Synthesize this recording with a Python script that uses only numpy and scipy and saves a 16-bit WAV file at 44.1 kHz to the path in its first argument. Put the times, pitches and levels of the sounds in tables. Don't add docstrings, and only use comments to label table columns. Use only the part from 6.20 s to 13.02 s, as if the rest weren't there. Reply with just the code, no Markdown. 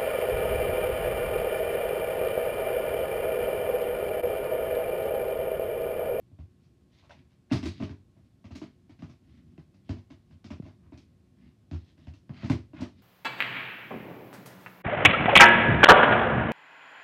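import sys
import numpy as np
from scipy import signal
from scipy.fft import rfft, irfft
from scipy.io import wavfile

SR = 44100
rng = np.random.default_rng(int(sys.argv[2]) if len(sys.argv) > 2 else 0)


def transcribe(u):
    v = np.clip(np.atleast_2d(u).T, -1, 1)
    q = np.round(v * 32767).astype(np.int16)
    wavfile.write(sys.argv[1], SR, q)


N = 300740
T = np.arange(int(0.4 * SR)) / SR


def amp(db):
    return 10 ** (np.asarray(db) / 20)


def rms(x):
    return np.sqrt(np.mean(x ** 2) + 1e-24)


def at_level(x, db):
    return amp(db) * x / rms(x[:SR // 25])


def curve(points, hz):
    point_hz, value = np.transpose(points)
    return np.interp(np.log(hz + 1), np.log(point_hz + 1), value)


def add(mix, start_s, sound):
    part = mix[max(round(start_s * SR), 0):][:len(sound)]
    part += sound[:len(part)]


def noise(gain_db, size):
    hz = np.fft.rfftfreq(size, 1 / SR)
    x = irfft(rfft(rng.standard_normal(size)) * amp(gain_db(hz)), size)
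    return x / rms(x)


def colour(x, gain_db, size=1024):
    hz = abs(np.fft.fftfreq(size, 1 / SR))
    log_gain = np.log(amp(gain_db(hz)))
    impulse = np.fft.ifft(np.exp(np.conj(signal.hilbert(log_gain)))).real
    return signal.fftconvolve(x, impulse)[:len(x)]


def smooth(x, lag_s):
    keep = np.exp(-1 / (lag_s * SR))
    return signal.lfilter([1 - keep], [1, -keep], x)


# frequency in Hz, relative density in dB.
AIR_SPECTRUM = [(15, -65), (25, -12.5), (77, -0.5), (119, -0.5), (378, -15.5), (421, -21.5), (647, -25),
                (1020, -34.5), (1110, -33.5), (1530, -34), (4250, -37.5), (6030, -41.5), (8790, -44),
                (13900, -50.5), (15500, -64)]
# frequency in Hz, rms level in dB.
HUM_TONES = [(107.7, -81), (199, -76.5), (360, -79), (1080, -91.5)]
def still_room(air_db=-62, waver_rad=0.54):
    t = np.arange(N) / SR
    slow = lambda hz: -20 * np.log10(1 + (hz / 4) ** 2)
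    hum = sum(amp(db) * np.sqrt(2) * np.sin(2 * np.pi * hz * t + waver_rad * noise(slow, N))
              for hz, db in HUM_TONES)
    return hum + amp(air_db) * noise(lambda hz: curve(AIR_SPECTRUM, hz), N)


# band frequency in Hz, T60 in seconds.
ROOM_DECAY = [(300, 0.14), (900, 0.23), (2500, 0.25), (5500, .27), (9000, 0.21), (15000, .14)]
def reverb(x, near_db=-5, near_decay_s=0.029, echoes_per_s=2500, tail_db=-3, build_s=0.0047):
    echoes = rng.standard_normal(len(T)) * (rng.random(len(T)) < echoes_per_s / SR)
    echoes *= (T > 0.002) * np.exp(-T / near_decay_s)
    near = signal.fftconvolve(x, echoes / np.linalg.norm(echoes))[:len(T)]
    hz = np.fft.rfftfreq(len(T), 1 / SR)
    scatter = rfft(rng.standard_normal(len(T)))
    arriving_power = smooth(x ** 2, build_s)
    band_hz, band_t60_s = np.transpose(ROOM_DECAY)
    tail = np.zeros(len(T))
    for band, t60_s in zip(np.eye(len(band_hz)), band_t60_s):
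        band_noise = irfft(scatter * np.interp(hz, band_hz, band), len(T))
        stored_power = smooth(arriving_power, t60_s / np.log(1e6))
        tail += band_noise * np.sqrt(stored_power)
    return amp(near_db) * near + amp(tail_db) * tail


# frequency in Hz, relative level in dB, T60 in seconds.
WOOD_MODES = [(79.1, 0, 0.25), (97.6, -1.5, 0.33), (124, -7, 0.28), (149.4, 3, 0.15), (196.6, 4, 0.2),
              (245.7, 5, 0.24), (274, -4, 0.15), (290.2, -1.5, 0.25), (323.2, -1, 0.23),
              (345.9, -0.5, 0.22), (408.6, -9, 0.27), (536, -29, 0.42), (594, -4.5, 0.11),
              (627, -12.5, 0.19), (1014, -18.5, 0.17), (1160, -17, 0.17)]
PANEL_HZ = 180
def wood_rumble(rest_db=-69, fade_s=0.013, top_hz=270, width_hz=14):
    def body_db(hz):
        power = sum(amp(db) ** 2 / (1 + ((hz - mode_hz) / width_hz) ** 2) ** 2
                    for mode_hz, db, _ in WOOD_MODES)
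        return 10 * np.log10(power / (1 + (hz / top_hz) ** 6)) - 3 * np.log2(1 + hz / 150)

    push = np.zeros(N)
    for start_s, end_s, _, _, rumble_db in PUSHES:
        add(push, start_s, amp(rumble_db) * np.sqrt(abs(push_speed(start_s, end_s))))
    return np.hypot(amp(rest_db), smooth(push, fade_s)) * noise(body_db, N)


def push_speed(start_s, end_s):
    size = max(int((end_s - start_s) * SR), 64)
    return np.linspace(0.15, 1, size) * signal.windows.tukey(size, 0.35)


# frequency in Hz, relative density in dB.
CONTACT_SPECTRUM = [(250, -12), (480, -0.5), (640, 9), (800, 2), (1020, 2.5), (1450, -2), (2100, 0),
                    (3200, -3.5), (5000, -6.5), (6300, -13), (7600, -21.5), (10500, -33.5), (15500, -44.5)]
def item_response(depth_db, count=30):
    resonances = np.transpose([np.geomspace(500, 15000, count), depth_db * rng.uniform(-1, 1, count)])
    return lambda hz: curve(CONTACT_SPECTRUM, hz) + curve(resonances, hz)


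# start in seconds, end in seconds, hiss level in dB,
# hiss centre in Hz, rumble level in dB.
PUSHES = [(0.398, 0.473, -80.5, 5250, -69), (0.691, 0.814, -69.5, 3520, -84),
          (0.926, 1.009, -71.5, 2320, -55), (1.077, 1.138, -78, 2420, -75), (1.296, 1.327, -52, 1810, -70),
          (1.496, 1.605, -62.5, 3770, -49), (2.032, 2.076, -84, 4600, -59.5),
          (2.999, 3.217, -75, 3200, -55), (3.195, 3.351, -85, 2960, -54.5), (3.631, 3.71, -73, 3500, -62),
          (4.056, 4.166, -79, 3020, -57.5), (4.564, 4.693, -76, 1090, -53.5),
          (5.149, 5.301, -74, 2200, -52), (5.56, 5.73, -73.5, 4030, -79), (5.756, 5.859, -73.5, 3320, -54),
          (6.113, 6.281, -56, 2180, -48), (6.538, 6.612, -55, 1520, -44),
          (6.748, 6.806, -71.5, 3580, -56.5)]
def scrapes(grain_db=4, wet_db=2, peak_db=4, peak_octaves=0.25, width_octaves=1.2):
    out = np.zeros(N)
    for start_s, end_s, hiss_db, centre_hz, _ in PUSHES:
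        def rub_db(hz):
            octaves = np.log2((hz + 1) / centre_hz)
            resonance_db = peak_db * np.exp(-(octaves / peak_octaves) ** 2)
            return resonance_db - 10 * np.log10(1 + (octaves / width_octaves) ** 4)

        speed = push_speed(start_s, end_s)
        size = len(speed)
        grip = amp(grain_db * noise(lambda hz: -10 * np.log10(1 + (hz / 250) ** 4), size))
        stroke = np.pad(speed * grip * rng.standard_normal(size), (0, len(T) - size))
        item_db = item_response(depth_db=3)
        hiss = colour(stroke + amp(wet_db) * reverb(stroke), lambda hz: item_db(hz) + rub_db(hz))
        add(out, start_s, amp(hiss_db) * hiss / rms(hiss[size // 3:size]))
    return out


def mic_bump(start_s=4.3995, gain_db=-18.5, start_hz=330, end_hz=95, sag_s=0.0038, swell_s=0.0025):
    hz = end_hz + (start_hz - end_hz) * np.exp(-T / sag_s)
    envelope = T / swell_s * np.exp(-T / swell_s)
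    out = np.zeros(N)
    add(out, start_s, -amp(gain_db) * envelope * np.sin(2 * np.pi * np.cumsum(hz) / SR))
    return out


def flex(hz, swell_s):
    inertia = 1 - np.exp(-T * hz)
    return inertia * T / swell_s * np.exp(-T / swell_s) * np.sin(2 * np.pi * hz * T)


def ring(modes, build_s, spread_db=2, detune_share=0.0079):
    hz, db, t60_s = np.transpose(modes)[:, :, None]
    strength, detune, phase = rng.standard_normal((3, len(modes), 1))
    waves = np.sin(2 * np.pi * (hz * (1 + detune_share * detune) * T + phase))
    fade = np.exp(-np.log(1000) * T / t60_s)
    return (amp(db + spread_db * strength) * fade * waves).sum(0) * (1 - np.exp(-T / build_s))


# frequency in Hz, relative level in dB, T60 in seconds.
TOCK_MODES = [(639, 3, 0.02), (990, -1.5, 0.015), (1540, -4, 0.012), (2100, -12, 0.0091),
              (2680, -1.5, 0.014)]
def clack(settle_s, treble_db, hard_db, grains_per_s=800, grain_db=-11, tock_db=-5, wet_db=3):
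    grains = rng.choice([-1., 1.], len(T)) * amp(4.2 * np.minimum(rng.exponential(1, len(T)), 3))
    grains *= rng.random(len(T)) < grains_per_s / SR
    clicks = amp(grain_db) * grains * (T / settle_s) * np.exp(1 - T / settle_s)
    clicks[0] += 1 / (1 + (settle_s / 0.0028) ** 2)
    direct = colour(clicks, lambda hz: -2.5 * hz ** 2 / (hz ** 2 + 3000 ** 2))
    item_db = item_response(depth_db=3.5)
    chatter = colour(direct + amp(wet_db) * reverb(clicks), item_db)
    tock = ring(TOCK_MODES, build_s=0.0001 + 0.6 * settle_s)
    contact = at_level(chatter, 0) + at_level(tock, tock_db)
    snap_db = np.clip(hard_db + treble_db + 52, -7, 6)
    top_db = lambda hz: snap_db * curve([(6000, 0.22), (10000, 0.67)], hz)
    shelf_db = lambda hz: treble_db * hz ** 2 / (hz ** 2 + 2000 ** 2)
    return colour(contact, lambda hz: shelf_db(hz) + top_db(hz))


FACE_DELAY_S = 0.0115

# start in seconds, face level in dB, cavity pitch in Hz.
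HAND_TAPS = [(0.826, -67, 1130), (0.895, -55.5, 1520)]
def hand_taps():
    out = np.zeros(N)
    for start_s, db, cavity_hz in HAND_TAPS:
        edge = clack(settle_s=0.0033, treble_db=-7, hard_db=db)
        face = clack(settle_s=0.0053, treble_db=-3, hard_db=db)
        cavity = flex(cavity_hz, swell_s=0.0012)
        add(out, start_s, at_level(edge, db - 4))
        add(out, start_s + FACE_DELAY_S, at_level(face, db) + at_level(cavity, db - 7))
    return out


def panel_knock(hz, settle_s, ring_db=-5):
    modes = [mode for mode in WOOD_MODES if mode[0] >= PANEL_HZ]
    give = flex(hz, swell_s=0.0038 + 0.31 * settle_s)
    return at_level(give, 0) + at_level(ring(modes, build_s=0.015), ring_db)


def frame_thud(hz, settle_s, ring_db=-4):
    modes = [mode for mode in WOOD_MODES if mode[0] < PANEL_HZ]
    give = flex(hz, swell_s=0.0096 + 0.16 * settle_s)
    return at_level(give, 0) + at_level(ring(modes, build_s=0.014), ring_db)


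# start in seconds, edge settling time in seconds, force as knock level in dB,
# contact brightness in dB, knock pitch in Hz, thud level in dB, thud pitch in Hz.
LANDINGS = [(0.114, 0.0028, -65.5, -31, 272, -52, 89), (0.187, 0.0041, -55.5, -9, 252, -42.5, 84.4),
            (1.3129, 0.01, -24.5, 1, 265.6, -28, 116), (1.352, 0.0084, -39, 5, 330, -46, 102),
            (1.429, 0.0033, -36.5, 5, 252, -39, 75), (1.457, .003, -34, 11.5, 320, -37.5, 83.6),
            (1.601, 0.0037, -36.5, -7, 255, -38.5, 108), (1.623, 0.0036, -35.5, -2, 237, -40, 99.6),
            (1.6945, 0.00094, -45.5, -6, 251, -42, 92), (1.965, 0.0087, -63, -15, 230, -60, 109),
            (2.2423, .005, -49.5, -5, 221, -50, 100), (2.306, .006, -48, -2, 246, -44.5, 94),
            (2.352, 0.005, -44.5, 13.5, 259, -55, 82), (2.416, .0035, -41, -3, 312, -52, 132),
            (2.6942, .005, -55, -1, 299, -57, 110), (2.79, 0.0045, -57.5, 2, 236, -54, 152),
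            (2.822, 0.0015, -45, -7.5, 254, -42, 155), (2.892, 0.0057, -55.5, 5, 229, -56, 121),
            (3.3794, 0.00065, -53, -8.5, 316, -50, 160), (3.542, .0023, -66.5, 6, 230, -64, 101),
            (3.693, 0.0017, -36.5, -4, 259, -32.5, 88.6), (3.7682, 0.0018, -53, -5, 247, -47.5, 95.5),
            (3.903, 0.0034, -50, -2.5, 261, -55, 143), (4.109, 0.0025, -61.5, -5, 225, -53.5, 90),
            (4.2437, 0.0023, -48.5, 5.5, 236, -50.5, 92), (4.3043, 0.004, -40, -3, 234, -43, 87),
            (4.4242, 0.00091, -55, -3.5, 257, -47, 94.5), (4.452, 0.014, -50, -4.5, 258, -50.5, 100),
            (4.7207, 0.0058, -50.5, -10, 296, -49.5, 87), (4.775, 0.0023, -56, 14, 270, -56, 93.5),
            (5.513, 0.00093, -45, -3.5, 264, -36, 87.5), (5.531, 0.0069, -48.5, -2.5, 285, -41, 85),
            (5.7775, 0.0033, -61.5, 1, 260, -66, 87), (5.8703, 0.0016, -50.5, -1.5, 237, -41.5, 83.5),
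            (5.938, .0026, -58.5, 12, 276, -70, 92.5), (6.0937, 0.00049, -44.5, -18.5, 225, -39.5, 138),
            (6.231, 0.0051, -37.5, -7, 214, -35, 116.6), (6.258, 0.0027, -45.5, 5.5, 248, -55, 135),
            (6.299, 0.0012, -25, -4.5, 264.6, -25.5, 111), (6.533, 0.0048, -47, -14, 298, -52, 132),
            (6.602, 0.0084, -43, 11.5, 247, -40, 98), (6.618, 0.0063, -34.5, -15, 258, -65, 106)]
def landings(mid_force_db=-47.5, face_settle_s=0.0032, face_pitch_ratio=1.089):
    out = np.zeros(N)
    for start_s, settle_s, force_db, bright_db, knock_hz, thud_db, thud_hz in LANDINGS:
        edge_db = force_db - 11.5 + 0.093 * bright_db - 0.12 * (force_db - mid_force_db)
        tock_db = -6 - 0.25 * bright_db
        edge = clack(settle_s, bright_db, edge_db, tock_db=tock_db)
        add(out, start_s, at_level(edge, edge_db))
        add(out, start_s + 0.00054, at_level(panel_knock(knock_hz, settle_s), force_db))
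        add(out, start_s + 0.82 * settle_s, at_level(frame_thud(thud_hz, settle_s), thud_db))
        face_db = edge_db - 6.5
        face = clack(face_settle_s, bright_db + 5.5, face_db, grains_per_s=450, grain_db=-8, tock_db=-15)
        face_knock = panel_knock(face_pitch_ratio * knock_hz, face_settle_s)
        add(out, start_s + FACE_DELAY_S, at_level(face, face_db) + at_level(face_knock, force_db - 11))
    return out


def scene():
    return (landings() + hand_taps() + scrapes() + wood_rumble() + mic_bump() + still_room())[None]


def record(dry, low_cut_hz=52, band_limit_hz=15650):
    highpass = signal.butter(4, low_cut_hz, "highpass", fs=SR, output="sos")
    lowpass = signal.firwin(511, band_limit_hz, window=("kaiser", 9), fs=SR)
    return signal.oaconvolve(signal.sosfilt(highpass, dry), lowpass[None], "same")


dry = scene()
out = record(dry)
transcribe(out)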